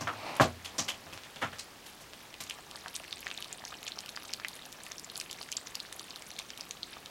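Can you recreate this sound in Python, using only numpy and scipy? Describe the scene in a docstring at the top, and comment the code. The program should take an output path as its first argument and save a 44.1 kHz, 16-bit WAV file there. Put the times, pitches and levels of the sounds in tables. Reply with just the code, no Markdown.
"""Three kittens lap milk from a plate on a concrete floor, their clear clicks starting after 2.3 s.
Each click snaps a film of milk and rings a pocket of air; squelches and bright ticks are runs of tiny pops.
Fine crackle swells from 2.1 to 3.3 s, then eases; soft plops follow its level.
In the first 2.5 s something nearby is knocked (noise bands and decaying modes) and rubbed (jerky noise).
A faint low sine dies away under the first knocks; filtered noise is the steady room hiss."""
import sys
import numpy as np
from scipy import signal
from scipy.fft import rfft, irfft
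from scipy.io import wavfile
from scipy.ndimage import uniform_filter1d

SR = 44100
rng = np.random.default_rng(int(sys.argv[2]) if len(sys.argv) > 2 else 0)


def wrap_up_sound(samples):
    """Save the sound to the file named by the first command line argument, as 16-bit audio."""
    columns = np.atleast_2d(samples).T
    # keep every value between -1 and 1, then stretch to whole-number steps
    tamed = np.clip(columns, -1, 1)
    steps = np.round(tamed * 32767).astype(np.int16)
    wavfile.write(sys.argv[1], SR, steps)


N = 313110


def gain_of(db):
    """Decibels to gain."""
    return 10 ** (np.asarray(db) / 20)


def unit(x):
    """Scales to an energy of one."""
    return x / np.sqrt(np.sum(x ** 2) + 1e-20)


def read(points, hz):
    """Reads a (f/Hz, value) table on a log-frequency axis."""
    f_hz, value = np.transpose(points)
    return np.interp(np.log(hz + 1), np.log(f_hz + 1), value)


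def curve(points):
    """A (t/s, value) table at every sample."""
    return np.interp(np.arange(N) / SR, *np.transpose(points))


def add(mix, s, sound):
    """Adds a sound into the mix at time s."""
    part = mix[max(round(s * SR), 0):][:len(sound)]
    part += sound[:len(part)]


def coloured(x, colour):
    """Filters by a table of (f/Hz, gain/dB)."""
    gain = gain_of(read(colour, np.fft.rfftfreq(N, 1 / SR)))
    return irfft(rfft(x) * gain, N)


def noise(colour):
    """Noise of rms one with the given spectrum."""
    return np.sqrt(N) * unit(coloured(rng.standard_normal(N), colour))


def decay_of(t, t60_s):
    """Exponential decay, 60 dB down at t60."""
    return np.exp(-np.log(1000) * t / t60_s)


def ring(hz, scale_ms, glide, size=512):
    """A pocket of air swells and rings for a few cycles, its pitch rising as it closes."""
    age = np.arange(size) / SR * 1000 / max(scale_ms, .05)
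    pitch_hz = hz * (1 + glide * (np.tanh(age / 2) - .5))
    turns = np.cumsum(pitch_hz) / SR
    swell = age ** 2 * np.exp(-1.25 * age)
    return unit(swell * np.sin(2 * np.pi * (turns + rng.random())))


# room hiss colour: f/Hz, relative density/dB
HISS_COLOUR = [(15, -36), (25, -9), (134, -5.5), (236, -4), (363, -5), (394, -5.5), (607, -6.5),
               (1230, -8.5), (1520, -10), (1700, -8), (1840, -10), (3250, -12), (4370, -13), (12500, -22.5),
               (16000, -23.5)]


def room_hiss(level_db=-53):
    """Steady noise of the quiet room; the level is its rms."""
    return gain_of(level_db) * noise(HISS_COLOUR)


# dying low tone: t/s, f/Hz, rms level/dB
DRONE_PATH = [(0, 109, -52), (.05, 109, -49), (.12, 106, -60), (.18, 106, -53), (.3, 101, -75)]


def drone():
    """A faint low sine under the first knocks, gliding down as it dies away."""
    s, hz, db = np.transpose(DRONE_PATH)
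    t = np.arange(N) / SR
    turns = np.cumsum(np.interp(t, s, hz)) / SR
    level = np.sqrt(2) * gain_of(np.interp(t, s, db)) * (t < s[-1])
    return level * np.sin(2 * np.pi * turns)


# rub swelling before the big knock, stirring again after it: t/s, level before trim/dB
RUB_LEVEL = [(0, -50.5), (.18, -46), (.29, -38.5), (.39, -44), (.5, -70), (.75, -51), (1.7, -76)]
# rub colour: f/Hz, relative density/dB
RUB_SPECTRUM = [(30, -31), (100, -13), (190, -15), (280, -5.5), (430, -12.5), (560, -3.5), (1150, -6),
                (1600, -15.5), (2500, -10.5), (3300, -20.5), (4100, -17.5), (5500, -23), (7000, -33),
                (15000, -43)]


def rub(grain_db=1.2, grain_s=0.0066, trim_db=-0.45):
    """Something slides, catching and letting go in small jerks."""
    grain = uniform_filter1d(rng.standard_normal(N), int(grain_s * SR))
    level_db = curve(RUB_LEVEL) + trim_db + grain_db * grain / grain.std()
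    return gain_of(level_db) * noise(RUB_SPECTRUM)


# bands of a knock: lower edge/Hz, upper edge/Hz, t60/s, level re thump/dB
KNOCK_BANDS = [(84.4, 226, 0.22, 1), (297, 800, 0.23, -3), (720, 1780, 0.18, 1), (1860, 3470, 0.2, -6),
               (3840, 7600, 0.18, -18), (7660, 13000, 0.14, -40)]


def band_levels(ring_hz, clatter_db, treble_fall_db, thump_db, bass_fall_db=8.5):
    """Clatter falls per octave on both sides of its resonance; the thump fills in the bass."""
    lo, hi, _, share_db = np.transpose(KNOCK_BANDS)
    octaves = np.log2(np.sqrt(lo * hi) / ring_hz)
    fall_db = np.where(octaves > 0, treble_fall_db, bass_fall_db)
    hump_db = clatter_db - abs(octaves) * fall_db
    return 20 * np.log10(np.hypot(gain_of(hump_db), gain_of(thump_db + share_db)))


# knocks and scuffs: t/s, rise/ms, first contact re loudest band/dB, ring f/Hz,
# clatter before trim/dB, treble fall/(dB/octave), thump before trim/dB
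KNOCK_EVENTS = [(.009, 0.56, -17, 5600, -10, 18, -14.5), (.073, 0.67, -10, 1230, 2, 11, -26),
                (.365, 0.62, -2, 2700, -15, 9, -26), (.399, 1.1, -5.5, 1060, 8.5, 10, 3),
                (.403, 2.3, -20, 635, 9, 20, -25), (.409, 3.2, -16, 4050, 3, 11.5, -10),
                (.646, 1.4, -22, 3400, -9, 7.5, -45), (.658, .7, -6, 3300, -18, 16, -34),
                (.783, 2.2, -16, 5800, 3, 24, -11.5), (.882, 1.8, -16, 3200, 1.5, 10.5, -27),
                (1.068, 0.71, 0, 1300, -36, 5, -27.5), (1.128, 1.6, -8, 2630, -15.5, 5, -24.5),
                (1.177, .9, 3, 3300, -20, 13, -34), (1.236, 3, -4, 3600, -15.5, 21, -43),
                (1.361, 0.41, -6.5, 3500, -13, 22, -27.5), (1.415, 3, -21, 1950, -1, 13, -25),
                (1.421, 3.5, -13, 1330, 1, 9.5, -13), (1.527, 3, -12, 1680, -11.5, 9.5, -29),
                (1.586, 2.9, -12, 4900, -10.5, 14, -48), (1.595, 1, -5, 4800, -15, 20, -49),
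                (1.861, 1, -17, 3200, -19.5, 2, -47), (2.003, 3, -14, 6000, -23, 5, -31),
                (2.135, .6, 2.5, 3350, -20.5, 12, -42), (2.405, 0.36, -7, 3820, -10, 4.5, -26.5),
                (2.498, 1.3, -14, 3300, -12.5, 12, -52)]
# modes of the thing struck: f/Hz, relative level/dB, t60/s
STRUCK_MODES = [(86.4, -12, 0.7), (113.5, -14, 0.53), (146.8, -9, 0.355), (239.6, -4.5, 0.32),
                (285.6, 0.5, 0.17), (405, -32, 0.78), (545, 3.5, 0.086), (648, -2.5, 0.17), (686, -1, .15),
                (801, -1, 0.19), (1042, -0.5, 0.18), (1167, -1, 0.14), (1570, -7, 0.12), (1674, -15, 0.22)]


def knocks(modes_db=4, rattle_db=-2.0, ring_gain=1.13, ring_q=7, grain_db=3):
    """Sharp first contact, grainy clatter round one resonance, and low modes of the thing struck."""
    out, t = np.zeros(N), np.arange(SR * 3 // 4) / SR
    filters = [signal.butter(3, [lo, hi], "band", fs=SR, output="sos") for lo, hi, *_ in KNOCK_BANDS]
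    grain_t = t[::100]
    for s, rise_ms, first_db, ring_hz, clatter_db, fall_db, thump_db in KNOCK_EVENTS:
        levels_db = band_levels(ring_hz, clatter_db, fall_db, thump_db)
        rise = 1 - np.exp(-t * 1000 / rise_ms)
        grain = np.interp(t, grain_t, rng.standard_normal(len(grain_t)))
        rattle = rng.standard_normal(len(t)) * gain_of(grain_db * grain)
        resonance = signal.lfilter(*signal.iirpeak(ring_hz, ring_q, fs=SR), rattle)
        rattle = rattle + ring_gain * resonance
        for k, (db, sos, (_, _, t60, _)) in enumerate(zip(levels_db, filters, KNOCK_BANDS)):
            # a different stretch of the rattle for each band
            shifted = np.roll(rattle, k * len(t) // len(KNOCK_BANDS))
            clatter = unit(signal.sosfilt(sos, shifted * rise * decay_of(t, t60)))
            add(out, s, gain_of(db + rattle_db) * clatter)
        # first contact: a very short swing at the resonance
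        contact = ring(ring_hz, 210 / ring_hz, glide=0)
        add(out, s - .0005, gain_of(max(levels_db) + first_db) * contact)
        body = np.zeros(len(t))
        for hz, db, t60 in STRUCK_MODES:
            body += gain_of(db) * decay_of(t, t60) * np.sin(2 * np.pi * (hz * t + rng.random()))
        add(out, s, gain_of(thump_db + modes_db) * unit(body * rise))
    return out


# room decay: f/Hz, t60/s
ROOM_DECAY = [(200, 0.36), (1000, 0.16), (3500, 0.17), (7000, 0.074), (14000, 0.38)]


def room(x, floor_db=-19, tail_db=-9, onset_s=0.0064):
    """A few quick bounces off plate and floor, then a short diffuse tail."""
    t = np.arange(SR // 2) / SR
    hz, age, z = signal.stft(rng.standard_normal(len(t)), SR, nperseg=256)
    decay = decay_of(age, read(ROOM_DECAY, hz)[:, None])
    tail = signal.istft(z * decay, SR, nperseg=256)[1][:len(t)]
    response = gain_of(tail_db) * unit(tail * (1 - np.exp(-(t / onset_s) ** 2)))
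    for s in rng.uniform(0.00094, .005, 4):
        add(response, s, gain_of([floor_db]) * rng.choice([-1, 1]))
    return x + signal.fftconvolve(x, response)[:N]


# mouth crackle, also steering the plops: t/s, base tick level/dB
CRACKLE_LEVEL = [(0, -41.5), (2.1, -43), (3.3, -34), (7.1, -37.5)]


def crackle(per_s=260, centre_hz=3800, octaves=0.692, spread_db=3.0, laps_per_s=3.4):
    """Fine ticks of three wet mouths, bunched on each kitten's own tongue rhythm."""
    out, level_db = np.zeros(N), curve(CRACKLE_LEVEL)
    duration_s = N / SR
    phases = rng.random(3)
    count = int(per_s * duration_s)
    for k, (when, scatter, pitch, size, damping) in enumerate(rng.random((count, 5))):
        kitten = k % 3
        rate = laps_per_s * (1 + .12 * (kitten - 1))
        stroke = np.floor(when * duration_s * rate) + phases[kitten]
        s = (stroke + .22 * rng.standard_normal()) / rate % duration_s
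        # logistic pitch scatter, about bell-shaped in octaves
        bell = 0.588 * np.log(pitch / (1 - pitch))
        hz = np.clip(centre_hz * 2 ** (octaves * bell), 700, 10500)
        db = level_db[int(s * SR)] + spread_db * min(-np.log(size), 3.5)
        scale_ms = (0.15 + .3 * damping) * np.sqrt(centre_hz / hz)
        add(out, s, gain_of(db) * ring(hz, scale_ms, glide=0.37 * scatter))
    return out


def plops(per_s=30, centre_hz=900, level_db=-36, spread_db=2.0):
    """Tongues dipping into the milk open larger, softer pockets of air."""
    out = np.zeros(N)
    nearness_db = curve(CRACKLE_LEVEL) - np.max(np.transpose(CRACKLE_LEVEL)[1])
    for when, pitch, size, damping in rng.random((int(per_s * N / SR), 4)):
        db = level_db + nearness_db[int(when * N)] + spread_db * min(-np.log(size), 3)
        plop = ring(centre_hz * 2 ** (pitch - .5), 0.61 + .6 * damping, glide=0.18)
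        add(out, when * N / SR, gain_of(db) * plop)
    return out


# wet squelches and brief bright ticks: t/s, dry energy/dB, centre f/Hz, length/ms
POP_RUNS = [(.353, -27, 10000, 1.9), (.366, -22, 9000, 4), (0.658, -15, 4410, 3.7), (1.594, -14, 5440, 5.5),
            (2.585, -28.5, 980, 12), (2.747, -24, 1130, 10), (2.863, -22.5, 1250, 18),
            (2.951, -10.5, 6000, 9), (3.86, -20, 3420, 24), (3.868, -26, 6550, 17),
            (3.8775, -9.5, 4450, 5.9), (5.5674, -5, 5020, 3.6), (5.745, -19, 4500, 12),
            (5.794, -25, 4080, 4), (5.9238, -21.5, 3040, 3), (6.3855, -17.5, 3200, 6),
            (6.929, -18, 3500, 9.9)]


def squelches_and_ticks(pops_per_ms=2.3, spread_octaves=0.63, spread_db=4):
    """Wet squelches and brief bright ticks: fast runs of tiny pops."""
    out = np.zeros(N)
    for s, db, hz, length_ms in POP_RUNS:
        run = np.zeros(SR // 20)
        count = int(length_ms * pops_per_ms) + 1
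        for k, (late, pitch, size) in enumerate(rng.uniform(-1.2, 1, (count, 3))):
            at_s = (k + .5 * late) / pops_per_ms / 1000
            pop_hz = min(hz * 2 ** (spread_octaves * pitch), SR / 3)
            add(run, at_s, gain_of(spread_db * size) * ring(pop_hz, 1100 / hz, glide=0.11))
        add(out, s, gain_of(db) * unit(run))
    return out


def snap(hz, octaves, spread_ms, size=512):
    """A film of milk breaks: a very short spray of pressure with a broad hump of a spectrum."""
    age = np.arange(size) * 1000 / SR / spread_ms
    spray = rfft(rng.standard_normal(size) * age * np.exp(-age))
    offset = np.log2((np.fft.rfftfreq(size, 1 / SR) + 1) / hz)
    hump = np.exp(-.5 * (offset / octaves) ** 2)
    # the spray's own spectrum is half flattened
    flattened = spray / np.sqrt(np.abs(spray) + 1e-9)
    return unit(np.roll(irfft(hump * flattened), 10))


# clearest tongue clicks: t/s, dry ring energy/dB, air pocket f/Hz, dry snap energy/dB, snap centre f/Hz
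TONGUE_CLICKS = [(2.3416, -24, 2360, -20.5, 2900.0), (2.438, -33, 5510.0, -21.5, 5440),
                 (2.4981, -15, 3010.0, -15.5, 4810), (2.509, -14, 2930.0, -23, 3000.0),
                 (2.587, -28, 1050.0, -30.0, 3000.0), (2.7124, -27, 2690.0, -21, 4430),
                 (2.7583, -23, 4920.0, -21.5, 3380), (2.8605, -18, 1720, -21, 1500.0),
                 (2.882, -23, 2950, -19.5, 4200.0), (2.9637, -19.0, 8990.0, -13.5, 4700.0),
                 (2.9986, -21.0, 2760.0, -35, 3100.0), (3.042, -26, 2700, -28.0, 3700.0),
                 (3.1096, -20, 4300, -29, 4200.0), (3.1275, -9.5, 3770, -15.0, 3100.0),
                 (3.1817, -27, 2990.0, -26.0, 3700.0), (3.229, -22.5, 2500.0, -33.0, 3300.0),
                 (3.2681, -10.5, 1890, -17, 2380), (3.2794, -30, 2610.0, -20, 3200.0),
                 (3.3032, -25, 3380.0, -22.0, 2900.0), (3.3137, -16.5, 2660, -15.5, 2400.0),
                 (3.3766, -14.5, 3830, -23.0, 4300.0), (3.4246, -16.5, 3000, -17, 3850),
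                 (3.4448, -22, 3790.0, -21, 4300.0), (3.528, -12.5, 6950, -21.0, 5630),
                 (3.6517, -19, 5840.0, -23, 4100.0), (3.6798, -23, 5210.0, -25, 4170),
                 (3.7265, -19, 1450, -29, 1500.0), (3.741, -24, 3010.0, -23.0, 2100.0),
                 (3.8299, -27, 3730, -20.5, 3000.0), (3.867, -22.5, 3080, -20, 3630),
                 (3.92, -14, 3910, -34, 3800.0), (3.9742, -24.5, 1010.0, -40, 1700.0),
                 (3.9888, -14, 5300, -17.5, 4220), (4.0056, -23, 7140.0, -20, 4400.0),
                 (4.0605, -22.5, 2750, -22, 5500.0), (4.0917, -15.5, 3820, -18.5, 4670),
                 (4.1633, -13, 4700, -25, 4500.0), (4.1736, -28, 1960.0, -16.5, 1690),
                 (4.3361, -5.5, 4700, -13, 4600.0), (4.3987, -26, 1150, -22, 2500.0),
                 (4.448, -12.5, 1980, -14, 2510), (4.4841, -20, 3730, -16.5, 6460),
                 (4.655, -24, 3990.0, -25, 3300.0), (4.7268, -23, 3580.0, -22, 5800.0),
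                 (4.8357, -23, 7250, -24, 6300.0), (4.8653, -21, 2580, -24, 4400.0),
                 (4.9142, -26.5, 1120.0, -26, 2000.0), (4.9185, -15.5, 5660, -20, 3980),
                 (4.9824, -17, 5510.0, -29, 5100.0), (4.9963, -17.5, 5060.0, -24, 6300.0),
                 (5.0459, -18.5, 6940.0, -36, 5800.0), (5.0998, -20, 4020.0, -28, 4100.0),
                 (5.1574, -15.0, 4510.0, -26, 4600.0), (5.168, -24, 9530.0, -23, 5100.0),
                 (5.177, -22, 6940.0, -14.5, 6600.0), (5.2005, -11.5, 5100, -16, 4800.0),
                 (5.2126, -18.5, 2690.0, -16.0, 4400.0), (5.2997, -21.5, 3010.0, -30.0, 2900.0),
                 (5.3123, -18, 4780.0, -17.5, 5100.0), (5.3291, -18.5, 3500, -20.5, 5800.0),
                 (5.412, -25.5, 920, -32, 3000.0), (5.415, -15.5, 4480, -27, 4000.0),
                 (5.4289, -24, 4640.0, -21, 4000.0), (5.4888, -25, 1860.0, -26.0, 3000.0),
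                 (5.518, -15.5, 5960, -16.5, 5400.0), (5.5258, -13.5, 3040, -12, 4570),
                 (5.5761, -17, 3600, -29, 4900.0), (5.6717, -16.5, 5840.0, -19, 3900.0),
                 (5.754, -14.5, 4720, -13.5, 5160), (5.802, -12, 4100, -23, 4400.0),
                 (5.9268, -25, 8990.0, -16.5, 4800.0), (5.9951, -15.5, 4470, -16.5, 4470),
                 (6.0089, -26, 1180, -27, 2400.0), (6.107, -19, 4640.0, -26, 3700.0),
                 (6.1599, -20, 3900.0, -22.5, 4500.0), (6.2221, -30, 2090.0, -21.5, 3900.0),
                 (6.305, -20, 5840.0, -25, 2800.0), (6.315, -21.5, 4100, -30, 5100.0),
                 (6.3648, -24.0, 4020.0, -32, 3600.0), (6.3902, -14.5, 6940.0, -13, 4200.0),
                 (6.3981, -15.5, 3480, -22.0, 3500.0), (6.5044, -18.5, 5540, -21, 2900.0),
                 (6.576, -24.5, 3300, -23.5, 5200.0), (6.6093, -14, 5000, -20, 4400.0),
                 (6.7099, -14, 6250, -15.5, 4030), (6.8315, -9.5, 4080, -29, 3800.0),
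                 (6.9689, -24.5, 1010.0, -31, 2100.0), (7.0598, -22.5, 4200, -21.5, 3600.0)]


def laps(ring_cycles=1.23, scatter_octaves=0.37, longest_ms=0.33, lead_db=-14.0, lead_s=0.001203,
         linger_db=-9.5, linger_ms=1.6, linger_hz=2050, linger_tilt_db=9,
         pop_db=-11.5, pop_octaves=0.51, pop_before_s=0.0059, pop_after_s=.011):
    """A soft weaker burst leads into each snap and the ring it starts, among three weaker pops."""
    out = np.zeros(N)
    chances = rng.uniform(-1, 1, (len(TONGUE_CLICKS), 7))
    for (s, ring_db, hz, snap_db, snap_hz), chance in zip(TONGUE_CLICKS, chances):
        cycles = ring_cycles * 2 ** (scatter_octaves * chance[0])
        scale_ms = min(1000 * cycles / hz, longest_ms)
        lead = snap(snap_hz, octaves=0.55, spread_ms=0.64)
        add(out, s - lead_s, gain_of(max(snap_db, ring_db) + lead_db) * lead)
        add(out, s - .0002, gain_of(snap_db) * snap(snap_hz, octaves=0.78, spread_ms=0.23))
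        add(out, s - .0002, gain_of(ring_db) * ring(hz, scale_ms, glide=0.027))
        # middle-sized pockets stay whole and ring on as a plop
        held_db = linger_db - linger_tilt_db * abs(np.log2(hz / linger_hz))
        add(out, s, gain_of(ring_db + held_db) * ring(hz, linger_ms, glide=0.04))
        for late, pitch in chance[1:].reshape(3, 2):
            pop_hz = np.sqrt(hz * snap_hz) * 2 ** (pop_octaves * pitch)
            pop = ring(pop_hz, scale_ms, glide=0.04)
            delay_s = np.interp(late, [-1, 1], [-pop_before_s, pop_after_s])
            add(out, s + delay_s, gain_of((ring_db + snap_db) / 2 + pop_db) * pop)
    return out


# spectral shading of all mouth sounds: f/Hz, gain/dB
MOUTH_COLOUR = [(500, 5), (5000, -1.34), (9500, 1), (12500, 3), (16000, -9)]


def scene():
    """Kittens in the room, over the knocks, the rub, the low tone and the hiss."""
    mouths = laps() + squelches_and_ticks() + crackle() + plops()
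    kittens = room(coloured(mouths, MOUTH_COLOUR))
    return (kittens + knocks() + drone() + rub() + room_hiss())[None]


def record(dry, edge_hz=16000):
    """Linear-phase low-pass that limits the treble."""
    lowpass = signal.firwin(511, edge_hz, window=("kaiser", 9), fs=SR)
    return signal.oaconvolve(dry, lowpass[None], "same")


dry = scene()
out = record(dry)
wrap_up_sound(out)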